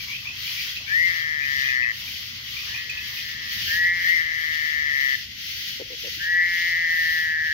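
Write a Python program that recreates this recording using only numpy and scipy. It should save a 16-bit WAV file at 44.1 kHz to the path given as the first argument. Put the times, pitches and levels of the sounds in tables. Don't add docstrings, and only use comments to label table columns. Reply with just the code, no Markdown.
import sys
import numpy as np
from scipy import signal
from scipy.fft import rfft, irfft, next_fast_len
from scipy.io import wavfile
from scipy.ndimage import uniform_filter1d, map_coordinates

SR = 44100
rng = np.random.default_rng(int(sys.argv[2]) if len(sys.argv) > 2 else 0)


def decibels_to_gain(level_db):
    exponent = np.asarray(level_db, float) / 20
    return 10 ** exponent


def to_wav(sig):
    pcm = np.clip(np.atleast_2d(sig), -1, 1) * 32767
    pcm = np.round(pcm).astype(np.int16)
    wavfile.write(sys.argv[1], SR, pcm.T)


N = 332220


def unit(x):
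    return x / np.sqrt(np.mean(x ** 2) + 1e-20)


def along(points, hz):
    point_hz, value = np.transpose(points)
    return np.interp(np.log(hz + 1), np.log(point_hz + 1), value)


def curves(rows):
    s, *columns = np.transpose(rows)
    return [np.interp(np.arange(N) / SR, s, column) for column in columns]


def wobble(knots_per_s):
    knots = rng.standard_normal(int(N * knots_per_s / SR) + 4)
    return map_coordinates(knots, [np.arange(N) * knots_per_s / SR])


def filtered(x, response):
    m = next_fast_len(N + 8192)
    return irfft(rfft(x, m) * response(np.fft.rfftfreq(m, 1 / SR)), m)[..., :N]


def bursts(s, level, hz, rise_s, tail, phase=0, glide_hz_per_s=0):
    def column(value):
        return (value + 0 * s)[:, None]

    at = np.round(s * SR).astype(int)[:, None] + np.arange(-400, 700)
    t = at / SR - s[:, None]
    spread_s = column(rise_s) * np.where(t > 0, tail, 1)
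    turns = (column(hz) + .5 * column(glide_hz_per_s) * t) * t
    wave = np.exp(-.5 * (t / spread_s) ** 2) * np.cos(2 * np.pi * turns + column(phase))
    return np.bincount(np.clip(at, 0, N).ravel(), (level[:, None] * wave).ravel(), N + 1)[:N]


def placed(x, lean_db, lead_ms):
    side = np.array([[.5], [-.5]])
    return filtered(x, lambda hz: decibels_to_gain(side * lean_db) * np.exp(2j * np.pi * hz * side * lead_ms / 1000))


# (frequency [Hz], correlation [-1..1])
LIKENESS = [(40, 0.96), (120, 0.97), (290, 0.94), (640, 0.39), (1400, -0.46), (3100, 0), (15000, 0)]
# (frequency [Hz], left over right [dB])
BALANCE = [(60, 0.5), (180, 1), (550, 0.5), (1650, 3), (4970, 3.0), (15000, 1.5)]


def rush(source, spectrum, patchy_db):
    z = signal.stft(source, nperseg=512)[2]
    field = uniform_filter1d(rng.standard_normal(z.shape[1:]), size=5, axis=0)
    field = uniform_filter1d(field, size=10, axis=1)
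    pair = signal.istft(z * decibels_to_gain(patchy_db * unit(field)), nperseg=512)[1][:, :N]

    def mid_side(hz):
        angle = np.arccos(np.clip(along(LIKENESS, hz), -1, 1)) / 2
        return decibels_to_gain(along(spectrum, hz)) * [np.cos(angle), np.sin(angle)]

    mid, side = filtered(pair, mid_side)
    both = filtered(np.array([mid + side, mid - side]),
                    lambda hz: decibels_to_gain(np.outer([.5, -.5], along(BALANCE, hz))))
    return both / np.sqrt(np.mean(both.mean(0) ** 2))


# (frequency [Hz], density [dB per Hz])
RUMBLE_SPECTRUM = [(12, -64), (20, -26), (46, -4.5), (81, 1.5), (114, -3), (151, -6.5), (259, -11),
                   (349, -21.5), (492, -21.5), (600, -30.5), (780, -30), (1320, -120)]
# (frequency [Hz], density [dB per Hz])
AIR_SPECTRUM = [(250, -23), (400, -7), (800, -9), (1200, 5), (1600, -7), (2200, -30)]
# (time [s], gain [dB])
MOTOR_FADE = [(0, 2.5), (2.9, 2.8), (4, 1.5), (5.5, -9.5), (7.53, -4)]


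def hum():
    motor_db, = curves(MOTOR_FADE)
    surge_db = 4 * np.exp(-.5 * ((np.arange(N) / SR - 3.61) / 0.26) ** 2)
    motor = np.sin(2 * np.pi * np.cumsum(125 + 1.67 * wobble(3.4)) / SR)
    rumble = decibels_to_gain(-52 + surge_db) * rush(rng.standard_normal((2, N)), RUMBLE_SPECTRUM, patchy_db=1.3)
    air = decibels_to_gain(-64 + 1.25 * motor_db) * rush(rng.standard_normal((2, N)), AIR_SPECTRUM, patchy_db=3.5)
    return rumble + decibels_to_gain(-56.5 + motor_db + 1.6 * wobble(2.1)) * motor + air


# (start [s], lull before it [dB], crest [dB], brightness [dB])
THROBS = [(-.2, -43, -37, -13.5), (0.312, -41.5, -33, -11.5), (.84, -41, -36.5, -13.5),
          (1.36, -43, -35, -14.5), (1.86, -44, -36, -12), (2.389, -40.5, -35.5, -14),
          (2.93, -40.5, -35, -12.5), (3.42, -39, -31.5, -12), (3.92, -40.5, -34, -12.5),
          (4.282, -41.5, -37, -13.5), (4.86, -40.5, -35.5, -13), (5.329, -42.5, -34.5, -12),
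          (5.868, -42, -35.5, -14), (6.39, -43, -34.5, -14), (6.84, -40, -35, -12),
          (7.38, -43.5, -37.5, -15.5), (7.9, -43, -37, -14)]


def throbbing():
    swell_s, fade_s = 0.12, .17
    lull_dull_db, late_dull_db = -17.5, -1
    rows = []
    for (s, lull_db, crest_db, bright_db), (end_s, *_) in zip(THROBS, THROBS[1:]):
        crest_s = s + min(0.52 * (end_s - s), end_s - s - fade_s - .01)
        rows += [(s, lull_db, lull_dull_db),
                 (s + swell_s, crest_db - 2, bright_db),
                 (crest_s, crest_db, bright_db + late_dull_db / 2),
                 (end_s - fade_s, crest_db - 1, bright_db + late_dull_db)]
    return curves(rows)


# (frequency [Hz], density [dB per Hz])
WING_SPECTRUM = [(560, -56), (950, -57), (1070, -61), (1130, -29.5), (1260, -19.5), (1560, -10),
                 (1740, -8.5), (1960, 2.5), (2350, -4), (3130, 3.5), (3760, -3), (4500, -0.5), (5640, -4.5),
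                 (6760, -13.5), (7500, -29.5), (9750, -37), (16500, -120)]
# (frequency [Hz], density [dB per Hz])
SIZZLE_SPECTRUM = [(4290, -51), (7300, -20.5), (9110, -19.5), (12500, -1.5), (15000, -1), (15700, -1.5)]


def katydids():
    def strikes(knots_per_s, spread_db):
        unevenness = np.array([wobble(knots_per_s), wobble(knots_per_s)])
        return rng.standard_normal((2, N)) * decibels_to_gain(spread_db * unevenness)

    level_db, top_db = throbbing()
    level_db = level_db + 0.09 * wobble(12) + 0.67 * wobble(35)
    body = decibels_to_gain(level_db + 1.0) * rush(strikes(900, 0.29), WING_SPECTRUM, patchy_db=1.0)
    sizzle = rush(strikes(1500, 0.87), SIZZLE_SPECTRUM, patchy_db=-1.8)
    return body + decibels_to_gain(level_db + top_db + 6.0) * sizzle


# (start [s], clicks [count], first level [dB], first pitch [Hz])
LOW_FROG = [(.0044, 1, -33, 2330), (.0837, 4, -32.5, 2200), (.2548, 1, -33, 2340), (.4429, 3, -36.5, 2230),
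            (.5756, 2, -32, 2320), (.6354, 1, -35, 2300), (.8659, 1, -36, 2240), (.8794, 1, -32, 2280),
            (.8994, 2, -33, 2310), (1.4032, 3, -32, 2322), (1.6392, 1, -32, 2428), (2.0772, 1, -34, 2373),
            (2.5671, 1, -30.5, 2370)]
HIGH_FROG = [(.1521, 2, -24, 2580), (.2758, 3, -21.5, 2594), (.6044, 1, -30, 2540), (.7537, 1, -34, 2510),
             (.7696, 2, -23.5, 2610), (1.6571, 2, -29, 2480), (1.6906, 1, -24, 2468),
             (1.8292, 2, -21.5, 2570), (2.593, 1, -27, 2520), (2.7457, 1, -25, 2440),
             (2.7626, 1, -26, 2580), (2.7796, 1, -26, 2500), (2.8998, 2, -20.5, 2550),
             (2.9776, 2, -23, 2590), (3.1752, 2, -27, 2520)]
# (time [s], peak [dB])
HIGH_CLICKS = [(0.16, -28), (0.4, -33), (0.4274, -44), (0.4643, -40), (0.4788, -38), (0.6834, -27),
               (0.957, -39), (1.2027, -31), (1.2235, -28), (1.5205, -35), (1.6576, -25.5), (2.085, -39),
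               (3.536, -34), (3.5633, -42), (3.5813, -33), (3.6355, -26.5), (4.0268, -37), (4.041, -26),
               (4.225, -29), (4.4223, -30), (5.8199, -39), (7.2245, -34)]


def small_frogs():
    clicks = []
    for runs, pan_db, step_hz, step_pan_db, step_db in [(LOW_FROG, 7.5, 70, -1.8, 1.5),
                                                       (HIGH_FROG, 1, -40, -6.5, -5.5)]:
        for s, count, db, hz in runs:
            for k in range(round(count)):
                clicks.append((s + k * .0168, db + k * step_db, hz + k * step_hz, pan_db + k * step_pan_db))
    clicks += [(s, db - 3.5, 3200, 2.5) for s, db in HIGH_CLICKS]
    s, db, hz, pan_db = np.transpose(clicks)
    chance = rng.standard_normal((len(s), 2))
    hz = hz * (1 + 0.0067 * chance[:, 0])
    pan_db = pan_db + 0.84 * chance[:, 1]
    return np.array([bursts(s + 0.00231 - lead_s, decibels_to_gain(db + 0.5 + side * pan_db), hz, 0.00099, tail=3.0)
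                     for side, lead_s in [(1.0, 0.000823), (-0.62, 0.0052)]])


# (frequency [Hz], level [dB], relative length [ratio])
SIDE_MODES = [(2239, -10, 1.1), (2047, -16.5, 3.2), (1813, -4.5, 1.25), (1310, -33.5, 2.9),
              (1196, -19.5, 0.96)]


def toad(calls, full_ms, ms_per_db, shortest_ms, strict_s, strict_ms, loose_ms, catch_s, throat_db,
         free_tone=False):
    voice = np.zeros(N)
    for call in calls:
        s, pulse_hz, db, tone_hz = np.transpose(call)
        t = np.arange(s[0], s[-1], 1 / SR)
        turns = np.cumsum(np.interp(t, s, pulse_hz)) / SR
        when = np.interp(np.arange(1, turns[-1]), turns, t)
        tone_turns = np.cumsum(np.interp(t, s, tone_hz)) / SR
        phase = free_tone * 2 * np.pi * np.interp(when, t, tone_turns)
        chance = rng.standard_normal((260, 3))[:len(when)]
        age_s, effort_db = when - s[0], np.interp(when, s, db)

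        scatter_ms = np.where(age_s < strict_s, strict_ms, loose_ms) * np.where(age_s < catch_s, .3, 1)
        when = when + (scatter_ms * chance[:, 0] - .16 * (age_s > catch_s)) / 1000

        length_ms = np.maximum(full_ms + ms_per_db * (effort_db - db.max()), shortest_ms)
        length_ms = length_ms + .6 * np.exp(-(age_s / 0.19) ** 4) + 0.31 * age_s
        rise_s = np.clip(length_ms, .5, 2.6) / 1000
        level = decibels_to_gain(effort_db + 0.14 * chance[:, 1]) / np.sqrt(rise_s * np.interp(when, s, pulse_hz))

        glide_hz_per_s = 30000 * np.clip((.00175 - rise_s) / 0.00012, 0, 1)
        nearing = 0.61 * np.exp(-((age_s - 0.099) / 0.053) ** 2)
        sac_hz = np.interp(when, s, tone_hz) + free_tone * 102.6 * (1 - nearing)
        voice += bursts(when, level, sac_hz * (1 + 0.011 * chance[:, 2]), 0.87 * rise_s, tail=1.23,
                        phase=phase, glide_hz_per_s=glide_hz_per_s)

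        sharpness_db = throat_db - 16000 * (rise_s - .0011)
        for hz, mode_db, length in SIDE_MODES:
            voice += bursts(when, level * decibels_to_gain(mode_db + sharpness_db), hz, length * rise_s, tail=1.15,
                            phase=phase)
    return filtered(voice, lambda hz: hz ** 8 / (hz ** 8 + 1130. ** 8))


# (time [s], pulse rate [1/s], effort [dB], tone [Hz])
LEFT_CALLS = [
    [(.865, 152, -51, 1504), (.92, 200, -27.5, 1720), (.96, 157, -24, 1858), (1.015, 170, -22.5, 1945),
     (1.07, 180, -23, 1902), (1.13, 168, -35.5, 1815), (1.42, 144, -34.5, 1791), (1.85, 122, -29.5, 1813),
     (1.925, 107, -33, 1816)],
    [(3.98, 160, -43, 1560), (4.02, 170, -36, 1738), (4.1, 176, -22, 1890), (4.145, 164, -25.5, 1942),
     (4.18, 160, -26, 1835), (4.245, 161.5, -36.5, 1795), (4.78, 150.5, -32.5, 1784),
     (5.06, 134.6, -29.5, 1813), (5.16, 132, -30, 1790)],
]


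def left_toad():
    return toad(LEFT_CALLS, full_ms=1.85, ms_per_db=0.096, shortest_ms=1.11,
                strict_s=0.21, strict_ms=.03, loose_ms=.21, catch_s=0.26, throat_db=-0.5, free_tone=True)


# (time [s], pulse rate [1/s], effort [dB], tone [Hz])
FAR_CALLS = [
    [(2.66, 143, -48, 1560), (2.72, 157, -36, 1810), (2.76, 165, -39, 1840), (2.8, 175, -33, 1940),
     (2.85, 173.1, -44.5, 1900), (2.98, 174.5, -43, 1930), (3.15, 165.4, -43, 1938),
     (3.4, 157.8, -38.5, 1875), (3.615, 153.3, -38.5, 1900)],
]


def far_toad():
    return toad(FAR_CALLS, full_ms=1.2, ms_per_db=0.046, shortest_ms=0.85,
                strict_s=.66, strict_ms=0.15, loose_ms=0.13, catch_s=.66, throat_db=-1.0)


# (time [s], peak [dB])
TWIG = [
    (2.899, -28.5),
]


def twig():
    s, db = np.transpose(TWIG)
    return bursts(s + .0008, decibels_to_gain(db + 1.5), 7000, .00009, tail=3)


# (time [s], pulse rate [1/s], effort [dB], tone [Hz])
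FRONT_CALLS = [
    [(3.655, 143.8, -53, 1560), (3.68, 162.2, -34.5, 1676), (3.72, 165, -25.5, 1760),
     (3.78, 173.9, -24, 1840), (3.88, 174.1, -21.5, 1940), (3.95, 175.4, -28.5, 1950),
     (4.2, 172.4, -39, 1970), (5, 151.2, -38.5, 2020), (5.235, 139.3, -47, 1870)],
    [(6.18, 147.6, -49, 1550), (6.219, 161.6, -31, 1700), (6.3, 173.8, -24.5, 1840),
     (6.4, 176.4, -20, 1910), (6.5, 174.3, -29.5, 1950), (6.65, 171.3, -27, 1947),
     (6.986, 164.3, -24.5, 1868), (7.22, 159.5, -27, 1830), (7.53, 155, -26.5, 1780)],
]


def front_toad():
    return toad(FRONT_CALLS, full_ms=1.36, ms_per_db=0.052, shortest_ms=0.85,
                strict_s=1.05, strict_ms=0.054, loose_ms=0.099, catch_s=.215, throat_db=-6.0)


# (start [s], pulses [count], gap [ms], peak [dB], crest [share of grunt])
GRUNTS = [
    (5.801, 4.4, 7.1, -30.5, 0.4),
    (5.908, 3.7, 13, -36.5, 0.41),
    (6.039, 6, 8.7, -35, 0.72),
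]


def grunter():
    pulses = []
    for s, count, gap_ms, db, crest in GRUNTS:
        for k in range(round(count)):
            edge_db = 16 * ((k + .5) / count - crest) ** 2
            pulses.append((s + k * gap_ms / 1000, db - edge_db, gap_ms / 1000))
    s, db, gap_s = np.transpose(pulses)
    chance = rng.standard_normal((len(s), 4))
    s, db = s + 0.00058 * chance[:, 0], db + 1.8 * chance[:, 1]
    rise_s = 0.24 * gap_s * decibels_to_gain(1.5 * chance[:, 2])
    hz = 494 * (1 + 0.032 * chance[:, 3])
    throat = bursts(s, decibels_to_gain(db - 0.5), hz, rise_s, tail=1.84)
    overtone = bursts(s, decibels_to_gain(db - 15.5), 1.8 * hz, 0.001, tail=1.3)
    chest = bursts(s, decibels_to_gain(db - 11.5), 0.65 * hz, rise_s, tail=1.4)
    return throat + overtone + chest


# (time [s], peak [dB], pitch [Hz], rise [ms])
GULP = [
    (6.178, -47, 308, 5.1),
]


def gulp():
    s, db, hz, rise_ms = np.transpose(GULP)
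    return bursts(s, decibels_to_gain(db), hz, rise_ms / 1000, tail=1.6)


def bank(x, t60_s, delay_s):
    t = np.arange(SR // 2) / SR
    tail = rng.standard_normal((2, len(t))) * decibels_to_gain(-60 * t / t60_s) * (t > delay_s)
    return signal.fftconvolve(x[None], tail / np.linalg.norm(tail[0]), axes=1)[:, :N]


def scene():
    background = hum() + katydids()
    clicks = small_frogs()
    left, far, front = left_toad(), far_toad(), front_toad()
    grunt = grunter() + gulp()

    voices = clicks + decibels_to_gain(4.5) * placed(left, lean_db=8.5, lead_ms=0.32)
    voices = voices + decibels_to_gain(-2.0) * placed(far, lean_db=6.0, lead_ms=0.41)
    voices = voices + decibels_to_gain(2.0) * placed(front, lean_db=3.0, lead_ms=0.44)
    voices = voices + placed(grunt + twig(), lean_db=3.5, lead_ms=.37)

    toads = left + front + far
    echoes = decibels_to_gain(-14) * bank(toads, t60_s=.04, delay_s=.003)
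    echoes = echoes + decibels_to_gain(-11.0) * bank(toads, t60_s=0.15, delay_s=0.038)
    echoes = echoes + decibels_to_gain(-2.0) * bank(clicks[0], t60_s=0.27, delay_s=0.00097)
    echoes = echoes + decibels_to_gain(-16.0) * bank(grunt, t60_s=0.4, delay_s=0.012)
    return background + voices + echoes


def roll_off(x):
    return signal.sosfilt(signal.butter(12, 15990, fs=SR, output="sos"), x)


def record(dry):
    mix = filtered(dry, lambda hz: hz < 15780)
    return roll_off(mix)


dry = scene()
out = record(dry)
to_wav(out)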